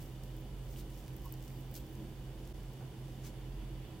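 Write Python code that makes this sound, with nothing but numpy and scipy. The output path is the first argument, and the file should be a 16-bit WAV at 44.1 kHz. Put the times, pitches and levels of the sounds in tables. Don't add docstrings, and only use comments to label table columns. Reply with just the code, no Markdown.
import sys
import numpy as np
from scipy import signal
from scipy.fft import rfft, irfft, next_fast_len
from scipy.io import wavfile
from scipy.ndimage import map_coordinates

SR = 44100
rng = np.random.default_rng(int(sys.argv[2]) if len(sys.argv) > 2 else 0)


def wrap_up_sound(samples):
    columns = np.atleast_2d(samples).T
    tamed = np.clip(columns, -1, 1)
    steps = np.round(tamed * 32767).astype(np.int16)
    wavfile.write(sys.argv[1], SR, steps)


N = 176400

# time in seconds, level in dB before DEEP_TRIM_DB.
DEEP_HUM_LEVELS = [(0.0, -71), (0.05, -49), (0.13, -64), (0.18, -49), (0.46, -44), (1.04, -48.5),
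                   (1.1, -67), (1.15, -50), (1.76, -49.5), (1.78, -52.5), (2.65, -46), (2.76, -59.5),
                   (3.49, -43.5), (3.78, -45.5), (3.9, -57), (4.0, -51)]
# frequency in Hz, level in dB, unsteadiness 0-1, waver rate per second.
HUM_TONES = [(130.1, -50.5, 0.2, 19), (317.6, -61.5, 0.56, 15), (520.6, -75, 0.63, 25),
             (993, -77.5, 0.73, 40), (2950, -80, .75, 60), (4635, -85.5, 0.5, 35)]

# peak time in seconds, level in dB, rise and fall in seconds,
# fizz in dB relative to that level.
PULLS = [(.799, -56, 0.03, .018, 1.5), (1.757, -56.5, 0.016, 0.025, 3), (1.771, -63, 0.0093, 0.028, 7)]
GRIP_SHIFTS = [(.025, -63, 0.066, 0.079, 3.5), (.238, -71, .015, 0.063, 5), (.385, -72, 0.022, 0.05, 4),
               (.725, -63.5, 0.062, .04, 0), (.97, -66, 0.13, 0.12, 1.5), (1.26, -68, 0.075, 0.072, 5),
               (1.445, -69, .07, 0.16, 3), (1.58, -76, 0.079, 0.065, 6), (1.93, -73, 0.11, 0.2, 5),
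               (2.46, -71.5, 0.1, 0.16, -4), (2.75, -74.5, 0.23, 0.43, -10), (3.1, -70, 0.049, 0.069, -4)]
SLIDES = [(3.248, -60.5, .02, .014, -6), (3.268, -55, 0.013, 0.023, -3.5)]
# start in seconds, crack level in dB, tick level in dB.
FIBRE_SNAPS = [(0.2362, -60, -56), (.366, -74, -56), (.585, -74, -62), (.903, -70, -59), (0.976, -65, -62),
               (1.08, -59.5, -61), (1.135, -76, -58), (1.165, -72, -46.5), (1.257, -70, -51),
               (1.3243, -66, -41), (1.339, -59, -58), (1.426, -62, -55), (1.439, -65, -57),
               (1.479, -59.5, -64), (1.713, -72, -51), (1.742, -58, -50), (1.7526, -53, -60),
               (1.7635, -55, -51), (1.7692, -67, -49), (1.866, -71, -59), (1.953, -64, -68),
               (2.451, -62.5, -68), (2.475, -66, -56), (2.633, -74, -58), (2.734, -72, -57)]
# start in seconds, level in dB, pitch in Hz.
WET_POPS = [(0.7613, -45, 2940), (1.081, -51, 2510), (1.106, -51, 3100), (1.505, -49, 2400)]
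# peak time in seconds, level in dB, rise and fall in seconds, pitch in Hz.
SQUEAK_SLIPS = [(1.263, -58, 0.013, 0.014, 1080), (1.274, -53.5, .017, 0.0086, 970)]
# peak time in seconds, level in dB, rise and fall in seconds.
BOARD_SCUFFS = [(2.811, -56.5, .005, 0.011), (2.827, -61, .005, .018), (2.865, -66, 0.017, .02),
                (2.935, -62, 0.013, 0.02)]
SLEEVE_SWISHES = [(3.36, -68, .15, 0.27), (3.615, -70, .025, 0.055), (3.85, -66.5, 0.088, 0.1)]

# frequency in Hz, relative density in dB.
DRONE_SPECTRUM = [(15, -22), (35, -1), (62, 5), (78, -2), (110, 2), (130, 3), (160, -3), (185, -2),
                  (255, -5), (280, -10.5), (335, -3.5), (385, -9.5), (440, -7.5), (468, -16), (510, -10),
                  (590, -16), (780, -16), (890, -20), (985, -20), (1150, -26.5), (2000, -43.5), (5000, -99)]
AIR_SPECTRUM = [(400, -9), (1200, -1), (1800, 0.5), (2100, -1), (2700, -0.5), (2950, 3.5), (3200, 0),
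                (3550, 1.5), (4000, -6.5), (4400, -3.5), (4650, -4), (4900, -5.5), (6200, -7.5),
                (10000, -9), (16000, -8)]
GRIP_SPECTRUM = [(600, 7.5), (1500, -27), (3000, -8), (5200, 4), (8000, 1), (11000, -1), (16000, -19)]
FIZZ_SPECTRUM = [(3000, -32), (8000, -12), (11000, -11), (12200, -0.5), (14200, 1.5), (16000, -0.5)]
CRACK_SPECTRUM = [(800, -24), (2200, -11), (5500, 0), (8000, -3), (11000, -6.5), (16000, -13)]
PULL_SPECTRUM = [(500, -26), (1100, -5), (2200, -1.5), (3500, 3), (6500, 2.5), (9000, 3), (11000, -5.5),
                 (16000, -10)]
BUMP_SPECTRUM = [(100, -20), (165, -1), (212, 8), (265, -7), (325, 5.5), (420, -11), (900, -28),
                 (2000, -43)]
BOARD_SPECTRUM = [(200, -18), (450, -1), (720, 4), (1100, -5), (1500, -8), (2300, -20), (6000, -34)]
SLIDE_SPECTRUM = [(500, -18), (1200, -1), (2200, 2), (3500, -0.5), (6000, 4.5), (8500, 0), (11000, -5),
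                  (16000, -12)]
CLOTH_SPECTRUM = [(500, -12), (1200, -6), (2400, -2.5), (3300, 0), (4500, -23), (9000, -27)]

# frequency in Hz, left-right correlation 0-1.
ROOM_CORRELATION = [(60, 0.96), (130, 1), (250, 0.87), (500, 0.95), (1000, 0.64), (3000, 0.31),
                    (6000, 0.032), (14000, 0.033)]
HAND_CORRELATION = [(1000, 0.49), (3000, 0.94), (7000, 0.28), (11000, 0.22), (14000, 0.68)]

DEEP_HZ, DEEP_TRIM_DB = 45.14, -0.86
DRONE_DB, AIR_DB, ROOM_PAN_DB = -50, -62, -1.35
GRIP_BREAKS_PER_S, PULL_BREAKS_PER_S, SLIDE_BREAKS_PER_S = 500, 1300, 5000
BREAK_DECAY_S, BREAK_SPREAD_DB, FRICTION_SHARE = 0.0002, 3, 0.35
CRACK_DECAY_S, TICK_DECAY_S, TAIL_DECAY_S, TAIL_DB = 0.0018, 0.0006, 0.004, -13
DIP_AT_S, DIP_HOLD_S, DIP_RECOVERY_S, DIP_DB = 2.527, 0.004, 0.012, -12
CUTOFF_HZ = 15850
TIME_S = np.arange(N) / SR


def amp(db):
    return 10 ** (np.asarray(db) / 20)


def unit_rms(x):
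    return x / np.sqrt(np.mean(x ** 2) + 1e-20)


def log_interp(points, hz):
    points_hz, values = np.transpose(points)
    return np.interp(np.log(hz + 1), np.log(points_hz + 1), values)


def filtered(x, response):
    size = next_fast_len(N + SR // 2)
    return irfft(rfft(x, size) * response(np.fft.rfftfreq(size, 1 / SR)), size)[..., :N]


def coloured(white_pair, spectrum, correlation):
    def mid_side_gains(hz):
        angle = np.arccos(np.clip(log_interp(correlation, hz), -1, 1)) / 2
        return unit_rms(amp(log_interp(spectrum, hz))) * [np.cos(angle), np.sin(angle)]
    mid, side = filtered(white_pair, mid_side_gains)
    return np.array([mid + side, mid - side])


def panned(x, db):
    return x * amp([[db], [-db]])


def noise():
    return rng.standard_normal((2, N))


def swell(peak_s, rise_s, fall_s):
    t = TIME_S - peak_s
    return np.exp(-np.abs(t / np.where(t < 0, rise_s, fall_s)) ** 1.07)


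def wobble(knots_per_s):
    return map_coordinates(rng.standard_normal(4096), [TIME_S * knots_per_s + 2], mode="wrap")


def wavering_tone(hz, unsteadiness, rate_per_s):
    wander = 1 + unsteadiness * (wobble(rate_per_s) + 1j * wobble(rate_per_s))
    return unit_rms(np.real(wander * np.exp(2j * np.pi * hz * TIME_S)))


def room():
    deep_db = DEEP_TRIM_DB + np.interp(TIME_S, *np.transpose(DEEP_HUM_LEVELS))
    deep = amp(deep_db) * wavering_tone(DEEP_HZ, unsteadiness=0.1, rate_per_s=9)
    hum = sum(amp(db) * wavering_tone(hz, *waver) for hz, db, *waver in HUM_TONES)
    drone = amp(DRONE_DB) * coloured(noise(), DRONE_SPECTRUM, ROOM_CORRELATION)
    air = amp(AIR_DB) * coloured(noise(), AIR_SPECTRUM, ROOM_CORRELATION)
    return panned(deep + hum + drone, ROOM_PAN_DB) + panned(air, db=-0.86)


def fibre_breaks(breaks_per_s):
    sizes = amp(BREAK_SPREAD_DB * np.minimum(rng.exponential(size=N), 4))
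    impulses = sizes * (rng.random(N) < breaks_per_s / SR)
    power = signal.lfilter([1], [1, -np.exp(-1 / (SR * BREAK_DECAY_S))], impulses ** 2)
    return noise() * np.sqrt(FRICTION_SHARE + (1 - FRICTION_SHARE) * power / power.mean())


def hand_strokes(strokes, spectrum, breaks_per_s):
    coarse_gain = sum(amp(db) * swell(s, rise_s, fall_s) for s, db, rise_s, fall_s, _ in strokes)
    fizz_gain = sum(amp(db + fizz_db) * swell(s, rise_s, fall_s)
                    for s, db, rise_s, fall_s, fizz_db in strokes)
    coarse = coloured(coarse_gain * fibre_breaks(breaks_per_s), spectrum, HAND_CORRELATION)
    fizz = coloured(fizz_gain * fibre_breaks(breaks_per_s), FIZZ_SPECTRUM, HAND_CORRELATION)
    return coarse + fizz


def fibre_snaps():
    crack_gain, tick_gain = np.zeros(N), np.zeros(N)
    for start_s, crack_db, tick_db in FIBRE_SNAPS:
        t = np.abs(TIME_S - start_s)
        onset = 2 * (TIME_S >= start_s)
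        tail = amp(TAIL_DB) * np.exp(-t / TAIL_DECAY_S)
        crack_gain += amp(crack_db) * onset * (np.exp(-t / CRACK_DECAY_S) + tail)
        tick_gain += amp(tick_db) * onset * (np.exp(-t / TICK_DECAY_S) + tail)
    cracks = coloured(crack_gain * noise(), CRACK_SPECTRUM, HAND_CORRELATION)
    ticks = coloured(tick_gain * noise(), FIZZ_SPECTRUM, HAND_CORRELATION)
    return cracks + ticks


def wet_pops(decay_s=0.00081):
    pops = np.zeros(N)
    for start_s, db, hz in WET_POPS:
        t = np.maximum(TIME_S - start_s, 0)
        pops += amp(db) * np.exp(-t / decay_s) * np.sin(2 * np.pi * hz * t)
    return pops


def stem_squeak():
    return sum(amp(db) * swell(s, rise_s, fall_s) * wavering_tone(hz, unsteadiness=0.6, rate_per_s=200)
               for s, db, rise_s, fall_s, hz in SQUEAK_SLIPS)


def bump(level_db=-46):
    gain = amp(level_db) * swell(peak_s=2.027, rise_s=0.033, fall_s=0.038)
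    return gain * coloured(noise(), BUMP_SPECTRUM, ROOM_CORRELATION)


def board_scuffs():
    force = sum(amp(db) * swell(s, rise_s, fall_s) for s, db, rise_s, fall_s in BOARD_SCUFFS)
    return coloured(force * fibre_breaks(PULL_BREAKS_PER_S), BOARD_SPECTRUM, ROOM_CORRELATION)


def sleeves():
    speed = sum(amp(db) * swell(s, rise_s, fall_s) for s, db, rise_s, fall_s in SLEEVE_SWISHES)
    return speed * coloured(noise(), CLOTH_SPECTRUM, ROOM_CORRELATION)


def scene():
    pulls = hand_strokes(PULLS, PULL_SPECTRUM, PULL_BREAKS_PER_S)
    grips = hand_strokes(GRIP_SHIFTS, GRIP_SPECTRUM, GRIP_BREAKS_PER_S)
    slides = hand_strokes(SLIDES, SLIDE_SPECTRUM, SLIDE_BREAKS_PER_S)
    fibres = pulls + grips + slides + fibre_snaps() + wet_pops()
    background = room()
    duller = bump() + board_scuffs() + sleeves() + stem_squeak()
    return background + panned(duller, ROOM_PAN_DB) + panned(fibres, db=0.2)


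def record(dry):
    recovered = (TIME_S - DIP_AT_S - DIP_HOLD_S) / DIP_RECOVERY_S
    gain_db = DIP_DB * (TIME_S >= DIP_AT_S) * np.clip(1 - recovered, 0, 1)
    return filtered(dry * amp(gain_db), lambda hz: hz < CUTOFF_HZ)


dry = scene()
out = record(dry)
wrap_up_sound(out)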